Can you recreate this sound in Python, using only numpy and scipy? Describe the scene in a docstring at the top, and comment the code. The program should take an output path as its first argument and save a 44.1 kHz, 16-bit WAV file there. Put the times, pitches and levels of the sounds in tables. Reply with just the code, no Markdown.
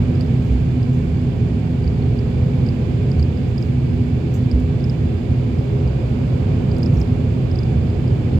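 """A window seat in a twin turboprop that taxis over a concrete apron.
Two propellers drone at slightly different blade-pass rates over the rumble of the hull and the
roar of their wash. Air hisses through panel gaps on the right; machinery hums and faintly whines.
Slab joints set the landing gear thumping, and the shaken cabin trim chirps, creaks and ticks."""
import sys
import numpy as np
from scipy import signal
from scipy.fft import rfft, irfft, next_fast_len
from scipy.io import wavfile

SR = 44100
rng = np.random.default_rng(int(sys.argv[2]) if len(sys.argv) > 2 else 0)


def digitize_waveform(pressure):
    """Quantize a signal to 16-bit integers and store it at the path in sys.argv[1].

    Rows of a 2-D input are taken as channels; values are limited to [-1, 1].
    """
    field = np.atleast_2d(pressure).T
    bounded = np.clip(field, -1, 1)
    quanta = np.round(bounded * 32767).astype(np.int16)
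    wavfile.write(sys.argv[1], SR, quanta)


N = 369999
TIME = np.arange(N) / SR


def from_db(db):
    """Amplitude ratio of a level in decibels."""
    return 10 ** (np.asarray(db) / 20)


def unit_rms(x):
    """Normalisation to a root mean square of 1."""
    return x / np.sqrt(np.mean(x ** 2) + 1e-20)


def in_time(curve):
    """Linear interpolation of (time, value) rows at every sample."""
    return np.interp(TIME, *np.transpose(curve))


def pan(left_db):
    """Interaural level difference: left and right gains whose mean is 1."""
    gains = from_db([[left_db / 2], [-left_db / 2]])
    return gains / gains.mean()


def drift(rate_hz):
    """Low-passed noise: a smooth random fluctuation with a spread of about 1."""
    pole = np.exp(-200 * np.pi * rate_hz / SR)  # one step per 100 samples
    steps = rng.standard_normal(N // 100 + 2002)
    slow = signal.lfilter([1], [1, -2 * pole, pole * pole], steps)[2000:]
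    return np.interp(np.arange(N) / 100, np.arange(len(slow)), unit_rms(slow))


def flutter(depth, rate_hz):
    """Random amplitude modulation with a mean power of about 1."""
    return (1 + depth * drift(rate_hz)) / np.hypot(1, depth)


def cabin_noise(spectrum, ripple_db):
    """Noise of a given spectral density, finely rippled by the interference of cabin reflections."""
    size = next_fast_len(N)
    hz = np.arange(size // 2 + 1) * SR / size
    log_hz = np.log2(np.maximum(hz, 1))
    points_hz, levels = np.transpose(spectrum)
    points = np.log2(points_hz)
    octaves_outside = np.abs(log_hz - np.clip(log_hz, points[0], points[-1]))
    echoes_s = rng.uniform(.003, .03, size=10)
    ripple = unit_rms(np.cos(2 * np.pi * np.outer(echoes_s, hz)).sum(axis=0))
    gain = from_db(np.interp(log_hz, points, levels) - 20 * octaves_outside + ripple_db * ripple)
    return irfft(rfft(rng.standard_normal(size)) * gain, size)[:N] * np.sqrt(SR / 2)


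def resonance(x, hz, width_hz):
    """Response of a damped oscillator: two poles, gain 1 at the peak."""
    radius = np.exp(-np.pi * width_hz / SR)
    feedback = [1, -2 * radius * np.cos(2 * np.pi * hz / SR), radius ** 2]
    return signal.lfilter(np.array([1, 0, -1]) * (1 - radius ** 2) / 2, feedback, x + 1e-18)


def add(track, onset_s, sound):
    """Superposition of a sound on a track from its onset."""
    start = max(round(onset_s * SR), 0)
    track[start:start + len(sound)] += sound[:max(N - start, 0)]


def machinery(waver_hz):
    """Rotation radiates pure tones: shaft hums and turbine whines, wavering in amplitude and phase."""
    # (frequency [Hz], start level [dB], end level [dB], left-right [dB], left lead [rad], waver [0-1])
    tones = [(50.2, -35, -36, -3, 0, .15), (1032, -61, -61, 2, 3, .3), (3090, -79, -66, -13, 0, .5),
             (3495, -64.5, -63.5, -17, 0, .22), (4133, -78, -78, -12, 0, .4)]
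    out = np.zeros((2, N))
    for hz, start_db, end_db, left_db, lead, waver in tones:
        phase = 2 * np.pi * (hz * TIME + rng.random()) + 2 * waver * drift(waver_hz)
        strength = from_db(np.linspace(start_db, end_db, N)) * flutter(waver, waver_hz)
        out += strength * pan(left_db) * np.sqrt(2) * np.sin(phase + np.array([[lead], [0]]))
    return out


def machine_hum(hz, beat_hz, in_step_s, twin_db):
    """Beating: two low machine tones, nearly at one pitch, interfere at their difference frequency."""
    # swell of the pair: (time [s], level [dB])
    swell = [(0, -33), (.45, -22), (.85, -19), (1.4, -29), (2.6, -22.5), (3.4, -28), (3.75, -22.5),
             (4.9, -28), (5.4, -23), (6.9, -26), (8.39, -26.5)]
    phase = 2 * np.pi * hz * TIME + .94 * drift(2.2)
    twin_phase = phase - 2 * np.pi * beat_hz * (TIME - in_step_s) + .4 * drift(2.2)
    pair = unit_rms(np.sin(phase) + from_db(twin_db) * np.sin(twin_phase))
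    return from_db(in_time(swell)) * flutter(.2, rate_hz=8.1) * pair * pan(-1)


def side_wall_air():
    """Flow noise along the right wall is coloured by the cavity resonances of the panel gaps."""
    # hiss that excites the gaps: (frequency [Hz], spectral density [dB per Hz])
    spectrum = [(400, -77.5), (720, -68), (1250, -79), (2000, -79), (2700, -76.5), (3900, -84.5),
                (4600, -84), (5200, -91), (5800, -94.5), (7200, -91), (9400, -108), (11000, -109),
                (13000, -103), (15000, -119)]
    # gap resonances: (frequency [Hz], bandwidth [Hz], boost [dB])
    gaps = [(576, 34, 2.5), (705, 150, 1), (1590, 23, 6.5), (2323, 140, 6), (4935, 160, 5.5)]
    # rise and fall of the flow: (time [s], gain [dB])
    flow = [(0, 1.5), (1.1, -0.4), (2.0, 0), (2.8, 1), (3.8, -0.1), (5.4, 0), (6.5, 1.1), (7.5, 0.2),
            (8.39, 0.9)]
    hiss = cabin_noise(spectrum, ripple_db=.93)
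    for hz, width_hz, boost_db in gaps:
        hiss = hiss + (from_db(boost_db) - 1) * resonance(hiss, hz, width_hz)
    return from_db(in_time(flow)) * hiss * from_db([[-34.5], [0]])


def propeller_wash():
    """The wash forms a diffuse field, uncorrelated at the ears; a roar swells as the aircraft turns."""
    # steady wash: (frequency [Hz], spectral density [dB per Hz])
    steady_spectrum = [(130, -60.5), (260, -58), (335, -58), (420, -65.5), (560, -73.5), (900, -79),
                       (1250, -84), (2300, -85.5), (3500, -94.5), (4800, -97.5), (6000, -102.5),
                       (8700, -103), (10000, -108), (15500, -113)]
    # roar at a gain of 0 dB: (frequency [Hz], spectral density [dB per Hz])
    roar_spectrum = [(330, -66.5), (400, -58.5), (580, -64.5), (850, -73.5), (1150, -76.5), (1550, -82.5),
                     (2000, -93)]
    steady = np.array([cabin_noise(steady_spectrum, ripple_db=1.64) for ear in range(2)])
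    roar = np.array([cabin_noise(roar_spectrum, ripple_db=3.5) for ear in range(2)])
    return steady + from_db(wash_swell_db()) * roar * pan(-4.5)


def wash_swell_db():
    """Slow amplitude envelope of the roar of the wash, in decibels."""
    # (time [s], gain [dB])
    swell = [(0, -3), (1, -20.5), (2.5, -4.5), (3.6, -15.5), (5.2, -8), (6.0, -2.5), (6.7, -0.5),
             (7.4, -3.5), (8.39, -2.5)]
    return in_time(swell)


def trim_chirps(length_s, roughness_rad, overtone_db, rebound_db, scuff_db):
    """Stick-slip friction: a panel edge squeaks for a few milliseconds, then once more, weakly."""
    # slips: (time [s], relative level [dB], pitch [Hz])
    slips = [(0.1506, -43, 4860), (0.208, -31, 4840), (0.8275, -44, 4810), (1.8387, -44, 4700),
             (1.8751, -37, 4700), (2.0208, -43, 4420), (2.186, -38.5, 4760), (2.663, -38, 4900),
             (2.6857, -35, 4800), (3.114, -36, 4840), (3.193, -37, 4450), (3.2246, -34.5, 4800),
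             (3.3732, -41.5, 4800), (3.5776, -34, 4850), (3.623, -36, 4900), (4.5114, -33.5, 4770),
             (4.804, -43, 4740), (4.8385, -36.5, 5000), (4.8936, -36.5, 4930), (5.874, -43, 4800),
             (6.712, -40, 4840), (6.7655, -39, 4780), (6.8277, -31.5, 4950), (6.8583, -34.5, 5070),
             (6.9691, -45, 5500), (7.012, -35.5, 5240), (7.5118, -40, 5050), (7.5554, -36, 4900),
             (7.587, -33, 4940), (7.6311, -40, 4900), (7.8989, -44, 4780), (8.0755, -42, 4870)]
    out, t = np.zeros(N), TIME[:SR // 40]
    wobble_filter = signal.butter(2, 350, fs=SR, output="sos")
    for onset_s, db, hz in slips:
        length = length_s * np.exp(.2 * rng.standard_normal())
        wobble = unit_rms(signal.sosfilt(wobble_filter, rng.standard_normal(len(t))))
        scuff = unit_rms(resonance(rng.standard_normal(len(t)), 7900, 2500))
        slip = np.exp(-(2 * (t - length) / length) ** 2)
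        rebound = from_db(rebound_db) * np.exp(-(2 * (t - 2.3 * length) / length) ** 2)
        phase = 2 * np.pi * hz * t + roughness_rad * wobble
        squeak = np.sin(phase) + from_db(overtone_db) * np.sin(2 * phase) + from_db(scuff_db) * scuff
        add(out, onset_s, from_db(db) * (slip + rebound) * squeak)
    return out


def trim_creaks(grain_spread_db):
    """Modal excitation: bursts of tiny slips of uneven size ring a panel."""
    # bursts: (time [s], excitation level [dB], decay time constant [s])
    bursts = [(.21, -59, 0.0059), (0.422, -64, 0.25), (.93, -63, .12), (3.192, -53, .006),
              (3.48, -61, 0.023), (3.613, -60, 0.034), (4.339, -46, 0.022), (4.6, -53, .005),
              (6.093, -57, .005), (6.827, -61, 0.044), (6.93, -58.5, .07), (7.001, -53, 0.014)]
    # panel modes: (frequency [Hz], bandwidth [Hz], gain [dB])
    modes = [(6050, 1100, 1), (7400, 1200, 0), (12300, 1200, -7.5), (13400, 1000, -6)]
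    slips, t = np.zeros(N), TIME[:SR // 4]
    for onset_s, db, decay_s in bursts:
        grains = rng.standard_normal(len(t)) * from_db(grain_spread_db * rng.standard_normal(len(t)))
        add(slips, onset_s, from_db(db) * np.exp(-t / decay_s) * unit_rms(grains))
    return sum((-1) ** k * from_db(db) * resonance(slips, hz, width_hz)
               for k, (hz, width_hz, db) in enumerate(modes))


def trim_ticks():
    """Impulse response of a heavily damped panel: it snaps into place with a short, bright crack."""
    # snaps: (time [s], impulse level [dB])
    snaps = [(4.6025, -32), (6.7848, -21)]
    impulses = np.zeros(N)
    for onset_s, db in snaps:
        add(impulses, onset_s, from_db([db]))
    return resonance(impulses, hz=6500, width_hz=4700) * pan(2.5)


def cabin_trim():
    """Friction sounds of the right wall; lightly damped modes of the plastic ring on after each chirp."""
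    chirps = from_db(1) * trim_chirps(length_s=.0031, roughness_rad=.6, overtone_db=-36,
                                      rebound_db=-9.5, scuff_db=-24.5)
    ringing = from_db(-4.5) * sum(resonance(chirps, hz, width_hz=35) for hz in (4880, 5500))
    creaks = from_db(11) * trim_creaks(grain_spread_db=6.5)
    return (chirps + ringing + creaks) * pan(-14)


def hull_rumble():
    """Structure-borne rolling noise follows the roughness of the concrete."""
    # rumble: (frequency [Hz], spectral density [dB per Hz])
    spectrum = [(20, -71), (36, -65.5), (50, -56), (61, -42.5), (80, -39), (118, -38), (145, -41),
                (180, -48.5), (232, -46.5), (297, -58), (400, -57.5), (460, -63), (700, -73), (1100, -92)]
    # rougher and smoother stretches: (time [s], gain [dB])
    ride = [(0, 2), (.6, -0.5), (1.3, -0.9), (2.3, -0.1), (3.15, 1), (3.6, -1.5), (4.8, 0), (5.9, 0),
            (6.65, 1.5), (7.4, -0.7), (8.39, 1.4)]
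    bumps_db = .32 * drift(2.1)
    return from_db(in_time(ride) + bumps_db) * cabin_noise(spectrum, ripple_db=-.6)


def joint_thumps(rise_s, hold_s, t60_s, grit, lowest_hz):
    """Damped free vibration: each joint sets gear and hull swinging; the tyre softens the onset."""
    # wheels meet slab joints: (time [s], level before filtering [dB], pitch [Hz])
    joints = [(0.47, -8, 62.3), (1.823, -15, 72), (3.155, -6.5, 79.2), (4.51, -10.5, 65.3), (5.83, -14, 64),
              (6.951, -13.5, 64), (7.734, -12, 79.3)]
    out, t = np.zeros(N), TIME[:SR]
    envelope = np.minimum(t / rise_s, 1) ** 2 * from_db(-60 * np.maximum(t - hold_s, 0) / t60_s)
    for onset_s, db, hz in joints:
        shudder = unit_rms(resonance(rng.standard_normal(SR), hz, width_hz=12))
        swing = np.sin(2 * np.pi * hz * t) + grit * shudder
        swing = signal.sosfilt(signal.butter(2, 3 * hz, fs=SR, output="sos"), swing)
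        add(out, onset_s, from_db(db) * envelope * swing)
    return signal.sosfilt(signal.butter(6, lowest_hz, "high", fs=SR, output="sos"), out)


def gear_knock():
    """Impact transient: the gear strut jolts the floor for about two cycles."""
    # (time [s], level [dB], pitch [Hz], half length [s])
    jolt = (6.936, -4.5, 140, .008)
    centre_s, db, hz, half_length_s = jolt
    t = TIME - centre_s
    return -from_db(db) * np.exp(-(t / half_length_s) ** 2) * np.sin(2 * np.pi * hz * t)


def blade_harmonics(blade_hz, orders, jitter_rad, flutter_depth):
    """Periodic blade passage gives a harmonic series; gusty inflow modulates phase and amplitudes."""
    blade_phase = 2 * np.pi * np.cumsum(blade_hz * np.ones(N)) / SR + jitter_rad * drift(4.5)
    out = np.zeros((2, N))
    for multiple, db, left_db, lead in orders:
        phase = multiple * blade_phase + rng.uniform(0, 2 * np.pi) + np.array([[lead], [0]])
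        strength = from_db(db) * flutter(flutter_depth, rate_hz=4.95)
        out += strength * pan(left_db) * np.sqrt(2) * np.sin(phase)
    return out


def far_propeller(blade_hz):
    """Rotational noise at a steady blade-pass frequency, slightly out of step with the near propeller."""
    # harmonics: (multiple, level [dB], left-right [dB], left lead [rad])
    orders = [(1, -29.5, -1.5, -0.7), (3, -37.5, -2.5, -0.23), (4, -42, 9, 1.3), (5, -50, 2.5, -0.2),
              (6, -51.5, -1, -0.62)]
    return blade_harmonics(blade_hz, orders, jitter_rad=.25, flutter_depth=.3)


def near_propeller(mean_blade_hz, hunt_hz, hunt_period_s, fastest_s):
    """Frequency modulation of the blade tones: the governor hunts around its set speed."""
    # the drone swells and fades in the cabin: (time [s], relative level [dB])
    swell = [(0, -22), (1.2, -23), (1.85, -23), (2.15, -30), (2.55, -22.5), (2.8, -31), (3.05, -20.5),
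             (3.3, -37), (3.62, -27.5), (3.9, -21.5), (4.28, -27), (4.6, -21.5), (5.1, -31.5), (5.7, -30),
             (6.7, -23.5), (7.3, -26), (7.7, -31.5), (8.39, -27)]
    # drone harmonics: (multiple, relative level [dB], left-right [dB], left lead [rad])
    drone_orders = [(2, -5, -0.5, -0.069), (3, -2.5, -4, -0.034)]
    # upper harmonics: (multiple, level [dB], left-right [dB], left lead [rad])
    upper_orders = [(4, -40.5, -2, 1.3), (5, -39.5, -2, 0.094), (6, -45, 5.5, 0.032),
                    (9, -56.5, -1.5, 0.15)]
    hunting = hunt_hz * np.cos(2 * np.pi * (TIME - fastest_s) / hunt_period_s)
    blade_hz = mean_blade_hz + hunting + .148 * drift(1.2)
    drone = blade_harmonics(blade_hz, drone_orders, jitter_rad=.12, flutter_depth=.25)
    upper = blade_harmonics(blade_hz, upper_orders, jitter_rad=.1, flutter_depth=.66)
    wash_db = wash_swell_db()
    upper_db = .16 * (wash_db - wash_db.mean())  # follows a share of the wash's swell
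    return from_db(in_time(swell) - 1.43) * drone + from_db(upper_db) * upper


def scene():
    """Superposition of engines, hull, air and trim at the seat."""
    engines = near_propeller(mean_blade_hz=82.26, hunt_hz=.42, hunt_period_s=.97, fastest_s=.503)
    engines += far_propeller(blade_hz=84.95)
    engines += machine_hum(hz=129.2, beat_hz=1.81, in_step_s=.33, twin_db=-8.5)
    engines += machinery(waver_hz=1.2)
    hull = hull_rumble() + gear_knock()
    hull += joint_thumps(rise_s=.02, hold_s=.041, t60_s=.43, grit=.13, lowest_hz=44.5)
    return engines + hull * pan(-2) + propeller_wash() + side_wall_air() + cabin_trim() + trim_ticks()


def record(dry):
    """Band limiting: a steep low-pass cuts the top after a 4 ms fade at each end."""
    edge_s = np.minimum(TIME, TIME[::-1])
    fade = np.sin(np.pi / 2 * np.minimum(edge_s / .004, 1)) ** 2
    return signal.sosfilt(signal.ellip(12, .1, 90, 15720, fs=SR, output="sos"), dry * fade)


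dry = scene()
out = record(dry)
digitize_waveform(out)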